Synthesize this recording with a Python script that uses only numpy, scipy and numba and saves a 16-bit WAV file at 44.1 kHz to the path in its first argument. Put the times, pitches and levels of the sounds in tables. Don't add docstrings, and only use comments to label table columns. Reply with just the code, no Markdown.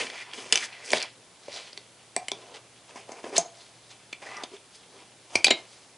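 import sys
import numpy as np
from scipy import signal
from scipy.fft import rfft, irfft
from scipy.io import wavfile
from scipy.ndimage import uniform_filter1d
from numba import njit

SR = 44100
rng = np.random.default_rng(int(sys.argv[2]) if len(sys.argv) > 2 else 0)


def store_pcm(level_fs):
    pcm = np.round(np.clip(level_fs, -1, 1) * 32767).astype(np.int16)
    wavfile.write(sys.argv[1], SR, np.atleast_2d(pcm).T)


N = 263277

# start in seconds, panel, hollow and metal peaks in dB,
# hollow, panel and metal notes in Hz, rattle time in ms, level of the notes in dB.
CLICKS = [(0.068, -26, -37, -52, 447, 2400, 5400, 0.92, 3),
          (0.0992, -25.5, -50, -51, 1060, 2090, 5570, 1.7, 12),
          (0.334, -25, -54, -36, 362, 2230, 5530, 1.2, -2),
          (0.5244, -2.5, -25, 0, 463, 2800, 6160, 0.88, 0),
          (0.5285, -15, -26, -15, 459, 2400, 5470, 1.4, 18),
          (0.5566, -7.5, -30.5, -6, 480, 3000, 6100, 0.58, 11),
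          (0.5753, -10.5, -49, -12, 880, 4650, 6070, 0.34, 11),
          (0.588, -26, -47, -26, 880, 2900, 6070, 0.5, 10),
          (0.728, -33, -62, -50, 600, 2940, 5600, 0.82, 7),
          (0.905, -20.5, -54, -18, 376, 4570, 7060, 0.55, 8),
          (0.918, -22, -57, -14, 980, 5060, 7060, 0.59, 17),
          (0.9328, -4.5, -9, -18, 629, 2275, 5940, 0.72, 17.5),
          (1.0025, -20, -49, -23, 1010, 4470, 7100, 0.31, 11),
          (1.0098, -20, -41, -32, 1060, 4460, 5450, .4, 15),
          (1.017, -20, -45, -30, 1060, 4450, 5450, 0.71, 9),
          (1.0262, -25, -57, -17, 694, 4700, 5470, 0.57, 21),
          (1.030, -21, -55, -24, 694, 4450, 5770, .5, 12),
          (1.4809, -42, -30.5, -57, 619, 2280, 5540, 0.97, 28),
          (1.7295, -32.5, -50, -58, 610, 4800, 5830, 1.2, 34),
          (1.7753, -26.5, -41, -30, 413, 3480, 5600, 0.84, 21),
          (2.164, -20, -19, -11.5, 685, 2100, 7950, 0.52, 19),
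          (2.2831, -18.5, -34.5, -22.5, 745, 2280, 7660, 1, 14),
          (2.3167, -18, -24, -19, 402, 3450, 5670, 0.69, 11),
          (2.9561, -43, -33, -41, 995, 2220, 5780, 2.9, 33),
          (3.0916, -43, -29, -54, 604, 2190, 8500, 1, -10),
          (3.1174, -37.5, -35, -35, 720, 2170, 6100, 2.4, 26),
          (3.2403, -37, -26.5, -41.5, 354, 1720, 5900, 2.1, 17),
          (3.3261, -41, -31, -48, 428, 2540, 5730, 1.9, 22),
          (3.3799, -48, -12.5, -3, 688, 5390, 6345, 0.9, 29.5),
          (4.127, -24.5, -36.5, -32, 355, 2360, 5500, 1.8, 9),
          (4.367, -37, -38, -31.5, 1040, 4900, 5720, 1.7, 36),
          (4.4346, -26.5, -27, -28.5, 707, 3500, 6250, 2.2, 19),
          (4.515, -62, -42.5, -65, 380, 2400, 5600, 1.8, 27),
          (4.534, -62, -38.5, -63, 405, 2390, 5600, 1.5, 33),
          (4.565, -41, -63, -55, 396, 3360, 5600, 1.8, 23),
          (5.3535, -12.5, -13.5, -10.5, 710, 2320, 5500, 2.1, 7),
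          (5.4436, 0, -18, -0.1, 810, 4820, 6370, 1.3, -10),
          (5.467, -7, -19, -23, 785, 3810, 6500, 1.6, 30),
          (5.4807, -14, -18.5, -22, 348, 2900, 7200, 1.1, 1),
          (5.504, -10.5, -22, -15, 664, 3790, 7150, 3.2, 42),
          (5.5073, -6, -11, -45, 497, 2270, 6660, 1.9, 5)]
# frequency in Hz, 60 dB decay time in seconds (ring() allows no less than 3 ms), level in dB.
HOLLOW_MODES = [(387.5, 0.059, 9.5), (435, 0.074, 2.5), (643, 0.015, 16.5), (648, 0.016, 11),
                (722, 0.0071, 27.5), (860, 0.026, 13.5), (978, 0.099, 7.5)]
PANEL_MODES = [(2130, 0.047, -4.5), (2400, 0.026, 2), (2630, 0.0067, 9.5), (3150, 0.01, 8),
               (3410, 0.019, 2.5), (4070, 0.035, -3), (4350, 0.0094, 2.5), (4770, 0.0027, 3)]
METAL_MODES = [(4970, 0.0018, 9), (6080, 0.0014, -1), (7500, 0.0079, -11), (8880, 0.0013, -12.5)]
# start in seconds, frequency in Hz, 60 dB decay time in seconds, level in dB.
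LINGERING_TONES = [(2.166, 727, .25, -40), (2.166, 2340, 0.13, -42), (3.383, 675, 0.41, -37),
                   (1.481, 580, 0.069, -38), (3.381, 6520, 0.25, -37), (5.355, 2324, 0.023, -15),
                   (5.356, 96, 0.093, -39), (5.446, 2580, 0.088, -23), (5.445, 4950, .08, -25),
                   (5.506, 3865, 0.17, -29), (5.508, 2115, 0.093, -23), (5.508, 2330, 0.091, -32)]
# start of the hold, hold, rise before it and fall after it in seconds
# (rise and fall span 20 dB), hollow, panel and metal levels in dB, hollow and panel spot centres in Hz.
STROKES = [(0.0, 0.0039, 0.017, 0.11, -30.5, -30.5, -36, 408, 2550),
           (0.149, 0.08, 0.085, 0.019, -50, -40, -54, 850, 2260),
           (0.254, 0.076, 0.061, 0.025, -52.5, -47.5, -79, 940, 2190),
           (0.343, 0.076, 0.012, 0.21, -42.5, -46.5, -47.5, 425, 2730),
           (0.563, 0.0071, 0.092, 0.093, -41.5, -34, -39.5, 816, 2320),
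           (.635, 0.02, 0.081, 0.016, -43, -31.5, -38.5, 860, 1980),
           (0.666, 0.22, .05, 0.05, -58, -47, -80, 765, 2080),
           (0.852, 0.04, 0.027, 0.15, -61, -62, -45.5, 460, 3160),
           (0.933, 0.04, 0.084, 0.043, -37, -34.5, -37, 486, 3120),
           (1.004, 0.034, 0.044, 0.075, -46.5, -38, -62, 674, 2750),
           (1.539, 0.036, 0.13, 0.22, -51.5, -42, -51, 670, 3650),
           (2.202, 0.041, 0.015, 0.033, -54.5, -68, -65, 685, 2260),
           (2.353, 0.23, 0.08, 0.039, -53, -60.5, -63.5, 550, 3260),
           (2.546, 0.028, 0.011, 0.01, -49.5, -45, -56, 715, 2930),
           (2.901, .005, 0.06, 0.031, -56, -52, -58, 694, 2450),
           (2.97, .005, 0.053, 0.11, -49, -47.5, -53, 710, 2230),
           (3.094, 0.11, 0.044, 0.024, -49, -55, -58, 610, 2070),
           (3.245, 0.049, 0.03, 0.037, -42, -52, -54, 440, 2480),
           (3.353, 0.0055, 0.046, 0.016, -30.5, -40, -45, 422, 2460),
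           (3.364, 0.0023, 0.007, 0.03, -40, -25, -34, 675, 4330),
           (3.377, 0.0049, 0.0035, 0.11, -37.5, -47, -51, 630, 4500),
           (3.584, 0.033, 0.15, 0.24, -61.5, -55.5, -60, 597, 3600),
           (3.906, .01, 0.042, 0.074, -59.5, -54.5, -56, 730, 3770),
           (4.221, 0.097, 0.0082, 0.042, -46, -44.5, -55, 640, 2067),
           (4.336, 0.096, 0.066, 0.055, -47, -48.5, -61, 950, 2190),
           (4.533, 0.019, 0.044, 0.047, -48, -55.5, -58, 430, 2920),
           (4.746, .01, 0.037, 0.059, -84.5, -57.5, -54, 600, 3440),
           (4.998, 0.031, 0.28, 0.039, -50.5, -57.5, -67, 378, 3200),
           (5.349, .005, 0.065, 0.12, -44.5, -48, -46.5, 710, 2670),
           (5.574, 0.016, 0.18, 0.11, -51.5, -53.5, -57, 614, 3460),
           (5.705, 0.018, 0.085, 0.33, -71, -55.5, -59, 625, 3870)]
# hollow, panel and metal levels in dB, hollow and panel spots in Hz.
FIDGET = (-88, -62.5, -72, 619, 3200)
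# width in Hz of one filter pass,
# centre in Hz at which it has that width, power by which width follows centre, level in dB over the modes.
RUBBED_SPOT = [(207, 260, 1.18, 3), (900, 1750, 1.5, 1)]
# frequency in Hz, width in Hz, rms level in dB before its swell,
# start, peak and end of the swell in seconds (an end ahead of the peak cuts the swell short).
CLIP_RESONANCES = [(1175, 41, -48.5, 4.3, 4.33, 4.43), (1980, 71, -46, 4.25, 4.31, 4.39),
                   (2600, 100, -44, 4.29, 5.4, 4.35)]
# frequency in Hz, relative density in dB per Hz.
HISS_SPECTRUM = [(18, -57), (30, -23), (123, -8), (314, -7), (355, -6), (726, -7), (1350, -12),
                 (2320, -16.5), (11000, -15.5), (14300, -38), (22000, -120)]
SIDE_HISS_SPECTRUM = [(30, -12), (180, -7), (1050, -8), (11000, -6)]

FAMILIES = (HOLLOW_MODES, PANEL_MODES, METAL_MODES)
EDGE_HZ = (307, 1446, 6200)
NOTE_CYCLES = (45, 37, 75)
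CRACK_DB = (-4, -27, 0)
METAL_NOTE_DB = -21
HOLLOW_LAG_MS = 1.44
SNAP_MS, SNAP_SIZE, SOFTEN_POWER = 0.025, 2.7, 1.15
PUSH_MS, PUSH_POWER = 0.17, 0.95
THUD_HZ, THUD_DB = 163.8, -28
BEAT = 0.0296
FLUTTER_DB = 5
GRAIN_DB = 2.5
WANDER, WANDER_HZ, PATCHY_DB = 0.085, 40.22, 2.5
CREAK_RATE_HZ = 450
ROOM_T60_S, TREBLE_T60_S, ROOM_SPLIT_HZ, ROOM_DB = 0.2, 0.12, 5100, -10.5
HISS_DB, HUM_HZ, HUM_DB = -56.5, 118, -70
SIDE_DB, SIDE_HISS_DB = -19, -61
CEILING, STOP_HZ = 0.78, 11600


def clicks():
    out = np.zeros(N + 9000)
    ms = np.arange(1500) / SR * 1000
    for start_s, panel_db, hollow_db, metal_db, *note_hz, rattle_ms, note_db in CLICKS:
        start = int(start_s * SR)
        snap = ms / SNAP_MS * np.exp(-ms / SNAP_MS) * (2 - ms / SNAP_MS)
        snap *= SNAP_SIZE / rattle_ms ** SOFTEN_POWER
        rattle = ms / rattle_ms * np.exp(-ms / rattle_ms) * rng.standard_normal(len(ms))
        contact = snap + rattle
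        push = ms * np.exp(-ms / (PUSH_MS * rattle_ms ** PUSH_POWER))
        forces = (push, contact, contact)
        peaks_db = (hollow_db, panel_db, metal_db)
        notes_db = (note_db, note_db, note_db + METAL_NOTE_DB)
        for k, modes in enumerate(FAMILIES):
            body = ring(modes, 2, 0.03)
            body += ring([(note_hz[k], NOTE_CYCLES[k] / note_hz[k], notes_db[k])], 0, 0)
            body[0] += undb(CRACK_DB[k])
            wave = radiate(signal.fftconvolve(forces[k], body), EDGE_HZ[k])
            lag = int(HOLLOW_LAG_MS * SR / 1000) if k == 0 else 0
            at = start + lag
            out[at:at + len(wave)] += wave * undb(peaks_db[k]) / np.abs(wave).max()
        thud = radiate(ring([(THUD_HZ, 0.12, 0), (1.5 * THUD_HZ, 0.1, 0)], 0.4, 0.13), 100)
        out[start:start + len(thud)] += thud * undb(hollow_db + THUD_DB)
    return out[:N]


def rings():
    size = 15000
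    out = np.zeros(N + size)
    for start_s, hz, t60, db in LINGERING_TONES:
        start = int(start_s * SR)
        pair = ring([(hz, t60, db), (hz * (1 + BEAT), t60, db - 4)], 1, 0.004, size=size)
        swell = np.minimum(np.arange(size) / SR * hz / 3, 1)
        out[start:start + size] += pair * swell
    return out[:N] * undb(FLUTTER_DB * walk(2 * WANDER_HZ))


def ring(modes, scatter_db, detune, size=3000):
    hz, t60, db = np.transpose(modes)[:, :, None]
    chance = rng.standard_normal((2, len(modes), 1))
    t = np.arange(size) / SR
    decay = np.exp(-np.log(1000) * t / np.maximum(t60, 0.003))
    wave = np.sin(2 * np.pi * hz * (1 + detune * chance[0]) * t) * decay
    return np.sum(undb(db + scatter_db * chance[1]) * wave, axis=0)


def radiate(x, hz):
    return signal.sosfilt(signal.butter(N=4, Wn=hz, btype="high", fs=SR, output="sos"), x)


def scrape():
    gains, spots_hz = strokes()
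    grain_levels = np.minimum(rng.exponential(size=N // 24 + 1), 4)
    grain_size = undb(GRAIN_DB * np.repeat(grain_levels, 24)[:N])
    grains = rng.standard_normal((3, N)) * grain_size
    rubs = []
    for k, modes in enumerate(FAMILIES):
        damped = [(hz, 0.27 * t60, db) for hz, t60, db in modes]
        rubbed = signal.fftconvolve(grains[k], ring(damped, 0, 0))[:N]
        rubs.append(level(radiate(rubbed, EDGE_HZ[k]), 0))
    for k, centre_hz in enumerate(spots_hz):
        width, at_hz, power, db = RUBBED_SPOT[k]
        width = width * (centre_hz / at_hz) ** power
        hz = centre_hz * np.exp(WANDER * walk(WANDER_HZ))
        spot = resonance(resonance(grains[k], hz, width), hz, width)
        patchy = spot * undb(PATCHY_DB * walk(WANDER_HZ))
        rubs[k] = level(rubs[k] + level(patchy, db), 0)
    return sum(rub * gain for rub, gain in zip(rubs, gains))


def strokes():
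    t = np.arange(0, N, 32) / SR
    start, hold, rise, fall, *rest = np.transpose(STROKES)[:, :, None]
    levels_db, centres_hz = np.array(rest[:3]), rest[3:]
    early = np.maximum(start - t, 0) / rise
    late = np.maximum(t - start - hold, 0) / fall
    power = undb(2 * (levels_db - 20 * (early + late)))
    idle = undb(2 * np.array(FIDGET[:3]))[:, None]
    total = power.sum(axis=1) + idle
    spots = []
    for k in range(2):
        weighted = np.sum(power[k] * centres_hz[k], axis=0) + idle[k] * FIDGET[3 + k]
        spots.append(weighted / total[k])

    def smooth(rows):
        return [np.interp(np.arange(N) / SR, t, row) for row in rows]

    return smooth(np.sqrt(total)), smooth(spots)


def creak():
    t = np.arange(N) / SR
    slips = (rng.random(N) < CREAK_RATE_HZ / SR) * rng.standard_normal(N)
    out = np.zeros(N)
    for hz, width, db, *times in CLIP_RESONANCES:
        straying_hz = hz * np.exp(0.036 * walk(WANDER_HZ / 2))
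        tone = resonance(slips, straying_hz, np.full(N, 1. * width))
        swell_power = np.interp(t, times, (0, 1, 0.5), left=0, right=0)
        out += np.sqrt(swell_power) * level(tone, db)
    return out


@njit
def resonance(x, hz, width):
    y, band, low = np.empty(len(x)), 0., 0.
    for i in range(len(x)):
        g = np.tan(np.pi * hz[i] / SR)
        k = width[i] / hz[i]
        v = (band + g * (x[i] - low)) / (1 + g * (g + k))
        band, low = 2 * v - band, low + 2 * g * v
        y[i] = k * v
    return y


def walk(rate_hz):
    k = int(SR / rate_hz)
    held = np.repeat(rng.standard_normal(N // k + 1), k)
    return 1.27 * uniform_filter1d(held, k)[:N]


def room(x):
    t = np.arange(SR // 2) / SR
    onset = np.clip((t - 0.002) / 0.00079, 0, 1)
    noise = rng.standard_normal(len(t)) * onset
    low = signal.lfilter(*signal.butter(N=2, Wn=ROOM_SPLIT_HZ, fs=SR), noise)
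    tail = low * np.exp(-np.log(1000) * t / ROOM_T60_S)
    tail += (noise - low) * np.exp(-np.log(1000) * t / TREBLE_T60_S)
    return undb(ROOM_DB) * signal.fftconvolve(x, tail / np.sqrt(np.sum(tail ** 2)))[:N]


def background():
    waver = uniform_filter1d(np.repeat(rng.standard_normal(N // 3000 + 1), 3000), 3000)[:N]
    hum = np.sin(2 * np.pi * HUM_HZ * np.arange(N) / SR) * undb(3.1 * waver)
    return level(coloured(HISS_SPECTRUM), HISS_DB) + level(hum, HUM_DB)


def coloured(points):
    hz, db = np.transpose(points)
    f = np.maximum(np.arange(N // 2 + 1) * SR / N, 1)
    gain = undb(np.interp(np.log(f), np.log(hz), db))
    return irfft(rfft(rng.standard_normal(N)) * gain, N)


def undb(db):
    return 10 ** (np.asarray(db) / 20)


def level(x, db):
    return x * undb(db) / np.sqrt(np.mean(x ** 2))


def scene():
    bench = clicks() + rings() + scrape() + creak()
    mid = bench + room(bench) + background()
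    smear = rng.standard_normal(120) * np.hanning(120)
    smear /= np.sqrt(np.sum(smear ** 2))
    side = undb(SIDE_DB) * signal.fftconvolve(radiate(bench, 11000), smear)[:N]
    side += level(coloured(SIDE_HISS_SPECTRUM), SIDE_HISS_DB)
    return np.array([mid + side, mid - side])


def record(dry):
    top = signal.cheby2(16, 65, STOP_HZ, fs=SR, output="sos")
    rounded = CEILING * np.tanh(signal.sosfilt(top, dry) / CEILING)
    return signal.sosfilt(top, rounded)


dry = scene()
out = record(dry)
store_pcm(out)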